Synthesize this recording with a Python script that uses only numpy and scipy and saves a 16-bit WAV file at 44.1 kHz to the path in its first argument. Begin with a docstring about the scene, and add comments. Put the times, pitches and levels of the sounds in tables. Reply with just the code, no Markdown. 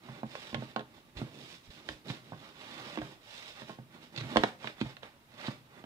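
"""Someone rummages through groceries in a cardboard box, close by and to the right, in a living room.
Over a faint diffuse background, goods slide from the start: streams of tiny slips excite the box.
Cans and cartons soon knock as well, each blow summing decaying modes, a panel slap and a noisy crack.
From half a second on, deep noise bursts shudder now and then; after a second, packets crinkle in
short bursts of snaps. The hardest blows fall past four seconds, and a last one ends the scene."""
import sys
import numpy as np
from scipy import signal
from scipy.fft import rfft, irfft
from scipy.io import wavfile
from scipy.ndimage import uniform_filter1d

SR = 44100
rng = np.random.default_rng(int(sys.argv[2]) if len(sys.argv) > 2 else 0)


def file_out(sig):
    """Save sig as 16-bit WAV at sys.argv[1]."""
    # one column per channel
    cols = np.atleast_2d(sig).T
    # limit, then scale
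    lim = np.clip(cols, -1, 1)
    pcm = np.round(lim * 32767).astype(np.int16)
    wavfile.write(sys.argv[1], SR, pcm)


N = 257984
TIME = np.arange(N) / SR
HIT_TIME = TIME[:SR // 3]   # seconds since a blow, also the span of one echo pattern


def from_db(db):
    """Amplitude gain is the exponential of a level in decibels."""
    return 10 ** (np.asarray(db) / 20)


def rms_one(x):
    """Normalization to unit mean power."""
    return x / np.sqrt(np.mean(x ** 2) + 1e-20)


def blow_one(x):
    """Normalization of a transient to unit mean power over its first 25 ms."""
    return x / np.sqrt(np.mean(x[:SR // 40] ** 2) + 1e-20)


def at_hz(points, hz):
    """Linear interpolation of a table on a log-frequency axis."""
    f, value = np.transpose(points)
    return np.interp(np.log(np.maximum(hz, 1)), np.log(f), value)


def butter(x, hz, kind, order=2):
    """Causal Butterworth filtering."""
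    return signal.sosfilt(signal.butter(order, hz, kind, fs=SR, output="sos"), x)


def colour(x, spectrum, size=2048):
    """Minimum-phase filtering: folding the cepstrum makes a given spectrum causal."""
    bins_hz = np.arange(size // 2 + 1) * SR / size
    cepstrum = irfft(np.log(from_db(at_hz(spectrum, bins_hz))))
    cepstrum[1:size // 2] *= 2
    cepstrum[size // 2 + 1:] = 0
    response = irfft(np.exp(rfft(cepstrum)))
    return signal.fftconvolve(x, response)[:len(x)]


def drift(rate):
    """Slow random modulation: smooth wander of unit spread through `rate` random points a second."""
    knots = rng.standard_normal(N // 20)
    return rms_one(np.interp(TIME * rate, np.arange(len(knots)), knots))


def resonate(x, hz, width):
    """Two-pole resonance with unit gain at its peak."""
    r = np.exp(-np.pi * width / SR)
    zeros = np.array([1, 0, -1]) * (1 - r * r) / 2
    poles = [1, -2 * r * np.cos(2 * np.pi * hz / SR), r * r]
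    return signal.lfilter(zeros, poles, x)


def grains(per_s, spread_db):
    """Shot noise: impulses at random times, of uneven size and random sign."""
    sizes = from_db(spread_db * np.minimum(rng.exponential(1, N), 4))
    occurs = rng.random(N) < per_s / SR
    return rms_one(occurs * sizes * rng.choice([-1, 1], N))


def bursts(table):
    """Gating: a gain that is open during each row of start, length and level."""
    return sum(from_db(db) * ((TIME > s) & (TIME < s + length)) for s, length, db in table)


def ring(modes, weights, t, vary):
    """Modal superposition: each mode decays along t, its strength varying with the place of contact."""
    hz, db, t60 = np.array(modes).T[:, :, None]
    strength = 1 + vary * rng.uniform(-1, 1, (len(modes), 1))
    decay = from_db(db - 60 * t / t60)
    return weights @ (strength * decay * np.sin(2 * np.pi * hz * HIT_TIME))


# Likeness of diffuse sound at the two ports. 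Each row: frequency in Hz, correlation from -1 to 1.
LIKENESS = [(100, 0.66), (300, 1), (700, 0.91), (1400, -0.55), (3000, 0.35), (8000, -0.11)]


def diffuse_bands(size):
    """Diffuse-field coherence: yield (Hz, stereo noise) in half-octave bands of set correlation."""
    edges = np.geomspace(22, 17000, 20)
    for low, high in zip(edges, edges[1:]):
        mid, side = butter(rng.standard_normal((2, size)), [low, high], "band")
        hz = np.sqrt(low * high)
        alike = np.clip(at_hz(LIKENESS, hz), -1, 1)
        yield hz, np.sqrt(1 + alike) * mid + np.sqrt(1 - alike) * side * [[1], [-1]]


# Colour of the background. Each row: frequency in Hz, relative gain of the noise in dB.
BACKGROUND_COLOUR = [(25, 2), (60, 1.5), (130, 7.5), (300, -8.5), (1000, -6), (3500, -12.5), (7000, -20.5),
                     (15000, -18.5)]
BACKGROUND_DB = -65


def room_tone():
    """Stationary noise: a steady, faint diffuse background."""
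    tone = sum(from_db(at_hz(BACKGROUND_COLOUR, hz)) * band for hz, band in diffuse_bands(N))
    return from_db(BACKGROUND_DB) * rms_one(tone)


STOP_DB_PER_S = 268   # how fast friction dies when a stroke ends


def stroke(start, run_up, hold, power=0.84):
    """Friction noise grows with sliding speed, holds, and dies as the thing comes to rest."""
    speed = np.clip((TIME - start) / run_up, 0, 1)
    after_hold = np.maximum(TIME - start - run_up - hold, 0)
    return speed ** power * from_db(-STOP_DB_PER_S * after_hold)


# Strokes, each one thing dragged along the cardboard. Each row: start in seconds, run-up in seconds,
# hold in seconds, then levels of surface hiss, panel rub and wall drumming in dB before their trims.
STROKES = [(0.0, 0.065, 0.14, -57.5, -53.5, -52), (0.233, .12, 0.16, -49.5, -53.5, -58),
           (0.56, 0.037, 0.11, -55, -55.5, -55), (0.892, 0.073, 0.014, -60, -61, -57),
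           (1.146, 0.037, 0.017, -52, -50.5, -43), (1.202, 0.022, 0.052, -59.5, -57.5, -54),
           (1.276, 0.056, 0.12, -55, -63, -51), (1.372, 0.085, 0.097, -51, -63.5, -57),
           (1.63, .02, 0.0088, -55.5, -76, -62), (1.699, .01, 0.048, -55, -70, -61),
           (1.749, 0.038, 0.038, -57, -58.5, -61), (1.838, 0.06, 0.028, -50.5, -71, -48),
           (2.042, 0.052, 0.013, -46, -49, -41), (2.117, .02, .03, -51.5, -52.5, -55),
           (2.194, 0.084, 0.067, -60, -62, -55.5), (2.347, 0.11, 0.038, -52, -51.5, -53),
           (2.517, .1, 0.11, -50, -51, -57), (2.662, 0.15, .15, -46.5, -46.5, -49.5),
           (2.981, 0.039, 0.1, -52.5, -55.5, -50.5), (3.2, 0.15, 0.15, -47.5, -53.5, -64),
           (3.501, 0.1, .015, -47.5, -49.5, -65), (3.66, 0.027, .02, -50, -54, -48.5),
           (3.895, 0.056, 0.013, -57.5, -54, -53.5), (3.998, 0.026, 0.022, -53.5, -59, -55),
           (4.114, 0.047, 0.095, -53.5, -50, -47.5), (4.239, 0.069, 0.17, -48, -46, -45.5),
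           (4.582, 0.058, 0.053, -49, -47, -58), (4.755, 0.05, 0.097, -52.5, -51.5, -53.5),
           (5.019, 0.015, 0.018, -54.5, -48.5, -56), (5.283, 0.074, .03, -57.5, -57, -60),
           (5.361, 0.082, 0.036, -44, -41.5, -51), (5.495, 0.014, 0.0096, -51.5, -50, -51),
           (5.662, 0.11, 0.031, -62, -55, -53.5)]
# The load never lies quite still. Levels at rest of hiss, rub and drumming in dB before their trims.
REST_DB = (-70, -68.5, -65)


def friction_gains():
    """Incoherent addition: overlapping strokes add in power, for hiss, rub and drumming alike."""
    power = from_db(REST_DB)[:, None] ** 2
    for start, run_up, hold, *levels_db in STROKES:
        power = power + np.outer(from_db(levels_db), stroke(start, run_up, hold)) ** 2
    return np.sqrt(power)


# Main surface hiss. Each row: frequency in Hz, spectral level in dB per Hz.
HISS = [(600, -3), (1300, -5.5), (2200, 2.5), (3000, 4), (3700, 4.5), (4700, -3.5), (6000, -13),
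        (8000, -17), (11000, -41), (15500, -23)]
# Fine hiss of a light, fast touch. Each row: frequency in Hz, spectral level in dB per Hz.
SHEEN = [(2000, -7.5), (3500, -21), (5000, 4.5), (6500, -5.5), (9000, -10.5), (15000, -23)]


def surface_hiss(lightness_db, sheen_db=-12, sheen_rise=0.43, grain_db=2.0):
    """Broadband friction noise: a lighter touch makes the hiss finer, and its level flickers."""
    coarse, fine = [rms_one(butter(colour(rng.standard_normal(N), c), 520, "high")) for c in (HISS, SHEEN)]
    fine_gain = from_db(sheen_db + sheen_rise * lightness_db)
    return (coarse + fine_gain * fine) * from_db(grain_db * drift(450))


# Broad colour of the panel rub. Each row: frequency in Hz, spectral level in dB per Hz.
RUB = [(250, -4), (450, -13), (620, -10), (850, -0.5), (1200, -4.5), (1900, -1.5), (3000, -10.5),
       (6000, -60)]
# Resonances that rubbing brings out of the panels. 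Each row: frequency in Hz, width in Hz, level in dB.
RUB_PEAKS = [(605, 55, 0), (780, 70, -6), (1150, 80, -4), (1850, 220, -8)]
TAPS_PER_S, TAP_DB = 22, -9.5   # light taps of jostled goods; their level against the panel rub


def panel_rub(peaks_db=-3):
    """Forced resonance: a stream of slips excites the panels, and jostled goods tap them."""
    slips = grains(per_s=8000, spread_db=2.5)
    peaks = rms_one(sum(from_db(db) * resonate(slips, hz, width) for hz, width, db in RUB_PEAKS))
    broad = rms_one(butter(colour(slips, RUB), 187, "high"))
    return rms_one(broad + from_db(peaks_db) * peaks) + from_db(TAP_DB) * taps()


def taps():
    """Random impacts: jostled goods touch the panels, each touch repeating one knock."""
    touches = grains(per_s=TAPS_PER_S, spread_db=1.0)
    return rms_one(signal.oaconvolve(touches, knock(HIT_TIME))[:N])


# Slow modes of the loaded box. Each row: frequency in Hz, level in dB, 60 dB decay time in seconds
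# (a blow stretches it by its ring share; drumming turns it into a resonance width).
BOX_MODES = [(71, 4, 0.23), (127.8, 3, 0.069), (130.3, 4, 0.16), (157, -2.5, 0.14), (221.5, 5.5, 0.085),
             (252, -11.5, 0.16), (309.8, -5, 0.13)]


def wall_drumming():
    """Forced vibration: sparser slips drive the slow modes of the box."""
    push = butter(grains(per_s=2600, spread_db=2.16), 180, "high")
    return rms_one(sum(from_db(db) * resonate(push, hz, 4 / t60) for hz, db, t60 in BOX_MODES))


def sliding(hiss_trim_db=-1, rub_trim_db=-1, drum_trim_db=-1, unsteady_db=0.6):
    """Friction is a stream of tiny slips: it hisses, excites the panels and drums the walls."""
    hiss_gain, rub_gain, drum_gain = friction_gains()
    grip = from_db(.8 * drift(70) + unsteady_db * drift(18))
    # the lighter the touch, the less the panels answer and the finer the hiss
    lightness_db = np.clip(20 * np.log10(hiss_gain / rub_gain), -10, 10)
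    hiss = hiss_gain * from_db(hiss_trim_db) * surface_hiss(lightness_db)
    rub = rub_gain * from_db(rub_trim_db) * panel_rub()
    drum = drum_gain * from_db(drum_trim_db) * wall_drumming()
    return grip * (hiss + rub + drum)


def thump(pitch_hz, age, octaves=0.58, rise_s=0.0017, leak_hz=100):
    """Contact time favours the modes near one pitch; the thump carries no deep bass."""
    distance = np.log2(np.array(BOX_MODES)[:, 0] / pitch_hz) / octaves
    body = ring(BOX_MODES, 1 / (1 + distance ** 2), age, vary=0.12)
    push = 1 - np.exp(-HIT_TIME / rise_s)
    return blow_one(butter(body * push, max(leak_hz, .55 * pitch_hz), "high", order=4))


# Modes of the stiff cardboard panels. Each row: frequency in Hz, level in dB, 60 dB decay time in
# seconds (a blow stretches it by its ring share).
PANEL_MODES = [(422.7, 1.5, 0.099), (525, -1, 0.13), (612, 7, 0.051), (700, 3.5, 0.05), (765, 3.5, 0.042),
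               (909, 2.5, 0.073), (1071, 2.5, 0.085), (1120, -36, 0.07), (1505, 0, 0.036),
               (1610, 5.5, 0.035), (1900, -9, 0.11)]


def knock(age, slap_db=1, slap_t60=0.0088, clatter_db=-3, clatter_t60=0.014):
    """Plate vibration: the panel slaps, its many damped modes clatter, and a few ring on."""
    signs = rng.choice([-1, 1], len(PANEL_MODES))
    swing = np.sin(2 * np.pi * 700 * HIT_TIME)
    slap = blow_one(swing * from_db(-60 * HIT_TIME / slap_t60))
    fading_noise = rng.standard_normal(len(HIT_TIME)) * from_db(-60 * age / clatter_t60)
    clatter = blow_one(butter(fading_noise, [480, 1400], "band"))
    ringing = blow_one(ring(PANEL_MODES, signs, age, vary=0.6))
    panel = ringing - from_db(slap_db) * slap + from_db(clatter_db) * clatter
    return blow_one(butter(panel, [380, 2800], "band"))


# Colour of a hard edge's crack. Each row: frequency in Hz, spectral level in dB per Hz.
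CRACK = [(500, -5), (1000, 4.5), (1700, 6), (2600, 3), (3500, 4), (4800, -9.5), (7500, -21), (10000, -29.5),
         (15000, -59)]


def crack(snap_t60=0.021, inside_db=-13, inside_t60=0.022, edge_db=-3):
    """Impulsive contact: a hard edge pulses once, crackles, and the sound bounces inside the box."""
    envelope = from_db(-60 * HIT_TIME / snap_t60) + from_db(inside_db - 60 * HIT_TIME / inside_t60)
    crackle = blow_one(envelope * rng.standard_normal(len(HIT_TIME)))
    pulse = blow_one(signal.unit_impulse(len(HIT_TIME)))
    force = crackle - from_db(edge_db) * pulse
    return blow_one(butter(colour(force, CRACK), 660, "high"))


# Blows; heavy, soft things thump low. Each row: start in seconds, thump level in dB, thump pitch in Hz,
# knock level in dB, crack level in dB before its trim, ring time as a share of the free box's.
KNOCKS = [(0.087, -44.5, 151, -48.5, -73, 2.4), (0.2321, -36, 222, -38.5, -54.5, 1.4),
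          (0.353, -70, 594, -43.5, -46, 1.2), (0.529, -39.5, 263, -49.5, -56, 1.9),
          (0.545, -39, 191, -36, -36, 1.9), (0.581, -37, 174, -57, -87, 1.3),
          (0.623, -42.5, 221, -43, -61, 1.2), (0.7618, -37.5, 244, -31, -38.5, 1.87),
          (0.794, -65, 420, -45, -45.5, 0.64), (0.808, -56, 300, -46.5, -55, 0.75),
          (1.216, -33, 190, -46, -77, 0.95), (1.8887, -48.5, 538, -44.5, -37, 1.3),
          (2.101, -37.5, 145, -43, -48, 0.57), (2.321, -42.5, 168, -44.5, -72, 1.8),
          (2.332, -43, 168, -47.5, -74, 1.8), (2.974, -35.5, 376, -39.5, -45.5, 1.07),
          (2.987, -45, 348, -62, -47, 0.59), (3.0162, -44.5, 135, -41.5, -51, 2),
          (3.619, -47.5, 201, -51.5, -52, 1.6), (3.695, -52, 197, -43.5, -74, 2.4),
          (3.787, -44, 184, -51.5, -70, 1.45), (4.177, -40, 135, -56, -65, 0.78),
          (4.21, -38.5, 129, -61, -48, 1.3), (4.237, -37.5, 120, -62, -53, 2.1),
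          (4.325, -43, 314, -60, -53, 0.65), (4.3593, -26, 290, -24, -40.5, 1.3),
          (4.3692, -40, 484, -22, -25, 0.96), (4.436, -31.5, 263, -25, -28, 0.54),
          (4.4413, -47, 217, -28, -62, 0.43), (4.644, -47, 190, -42, -48, 1.4),
          (4.6732, -51, 473, -48, -38.5, 0.8), (4.8132, -28.5, 257, -44, -38, 0.76),
          (4.859, -41, 150, -53, -67, 0.88), (4.968, -65, 138, -56.5, -51.5, 1.8),
          (5.0319, -60, 223, -48, -49, 0.3), (5.483, -32.5, 208, -41, -66, 0.5),
          (5.84, -47, 210, -51, -58, 1.0)]


def blows(thump_trim_db=0, knock_trim_db=0, crack_trim_db=1):
    """Impact excitation: each blow superposes a thump, a knock and a crack."""
    out = np.zeros(N + len(HIT_TIME))
    for s, thump_db, pitch_hz, knock_db, crack_db, ring_share in KNOCKS:
        start = int(s * SR)
        age = HIT_TIME / ring_share   # a thing that stays pressed on the wall damps it sooner
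        blow = from_db(thump_db + thump_trim_db) * thump(pitch_hz, age)
        blow += from_db(knock_db + knock_trim_db) * knock(age)
        blow += from_db(crack_db + crack_trim_db) * crack()
        out[start:start + len(HIT_TIME)] += blow
    return out[:N]


# The whole box shifts and the table under it shudders. Each row: start in seconds, length in seconds,
# level in dB.
SHUDDERS = [(.53, 0.053, -47), (1.16, 0.04, -45.5), (1.68, 0.025, -47), (1.89, 0.066, -55.5),
            (3.0, 0.051, -53), (4.36, 0.053, -41.5), (4.82, 0.044, -49)]


def shudders(low_hz=40, high_hz=95):
    """Low-frequency structural vibration: brief bursts of deep noise with softened edges."""
    envelope = uniform_filter1d(bursts(SHUDDERS), size=SR // 80)
    return envelope * rms_one(butter(rng.standard_normal(N), [low_hz, high_hz], "band"))


# Packets that buckle under the hand. Each row: start in seconds, length in seconds, level in dB.
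CRINKLES = [(1.169, 0.024, -43), (1.704, .008, -51), (2.083, 0.03, -42), (4.162, 0.0024, -34),
            (4.175, 0.012, -34.5), (4.199, .016, -40.5), (4.802, 0.02, -46), (5.465, .01, -38)]
# Colour of the buckling snaps. Each row: frequency in Hz, spectral level in dB per Hz.
CRINKLE = [(500, -0.5), (1200, -6.5), (2200, 3), (3200, 1.5), (4100, 7), (5200, -7.5), (8000, -19),
           (15000, -71)]


def crinkles():
    """Buckling: a creasing packet gives off a short burst of bright snaps."""
    snaps = grains(per_s=2200, spread_db=1.5)
    coloured = colour(bursts(CRINKLES) * snaps, CRINKLE)
    return butter(coloured / np.std(colour(snaps, CRINKLE)), 270, "high")


# The left port lies in the shadow of the device. Each row: frequency in Hz, gain in dB.
SHADOW = [(250, -3.5), (500, -5), (1100, -8), (2500, -11), (5000, -18), (12000, -18)]


def ports(x, lag_s=0.00012):
    """Interaural-style cues: direct sound reaches the left port later and shadowed."""
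    left = np.interp(TIME - lag_s, TIME, colour(x, SHADOW))
    return np.array([left, x])


# Decay of the room's tail. Each row: frequency in Hz, 60 dB decay time in seconds.
ROOM_T60 = [(100, 0.93), (300, 0.32), (1000, 0.32), (3500, 0.27), (12000, 0.6)]


def echoes(bass_db=-8, build_s=0.00068, near_db=3, near_t60=0.071):
    """Reverberant decay: quick echoes off box and table, then a furnished room's tail, weak in bass."""
    near = from_db(near_db - 60 * HIT_TIME / near_t60)
    tail = 0
    for hz, band in diffuse_bands(len(HIT_TIME)):
        far = from_db(-60 * HIT_TIME / at_hz(ROOM_T60, hz))
        bass_gain = from_db(bass_db / (1 + (hz / 450) ** 2))   # so close by, the bass echoes less
        tail = tail + band * (near + far) * bass_gain
    tail = tail * (1 - np.exp(-(HIT_TIME / build_s) ** 2))
    return tail / np.sqrt(np.sum(tail ** 2) / 2)


def room(x, wet_db=-10.0, count=4):
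    """Time-varying reverberation: arm and goods keep moving, so sound passes between echo patterns."""
    # the patterns take turns in a cycle, 20 of them a second
    shares = [np.interp(TIME * 20, np.arange(count), row, period=count) for row in np.eye(count)]
    wet = 0
    for share in shares:
        sent = x * np.sin(share * np.pi / 2)   # equal-power crossfade
        wet = wet + signal.oaconvolve(sent[None], echoes(), axes=1)[:, :N]
    return from_db(wet_db) * wet


def scene(slide_wet_db=2):
    """Direct and reverberant paths: blows pass the near wall, friction leaves by the open top, wetter."""
    hits = blows()
    friction = sliding() + crinkles()
    direct = ports(hits + friction + shudders())
    reverberant = room(hits + from_db(slide_wet_db) * friction)
    return direct + reverberant + room_tone()


CUTOFF_HZ = 16100


def record(dry):
    """Band limiting: a gentle slope cuts the deep bass and a steep one the top."""
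    no_deep_bass = butter(dry, 30, "high", order=1)
    return signal.sosfilt(signal.cheby2(18, 60, CUTOFF_HZ, fs=SR, output="sos"), no_deep_bass)


dry = scene()
out = record(dry)
file_out(out)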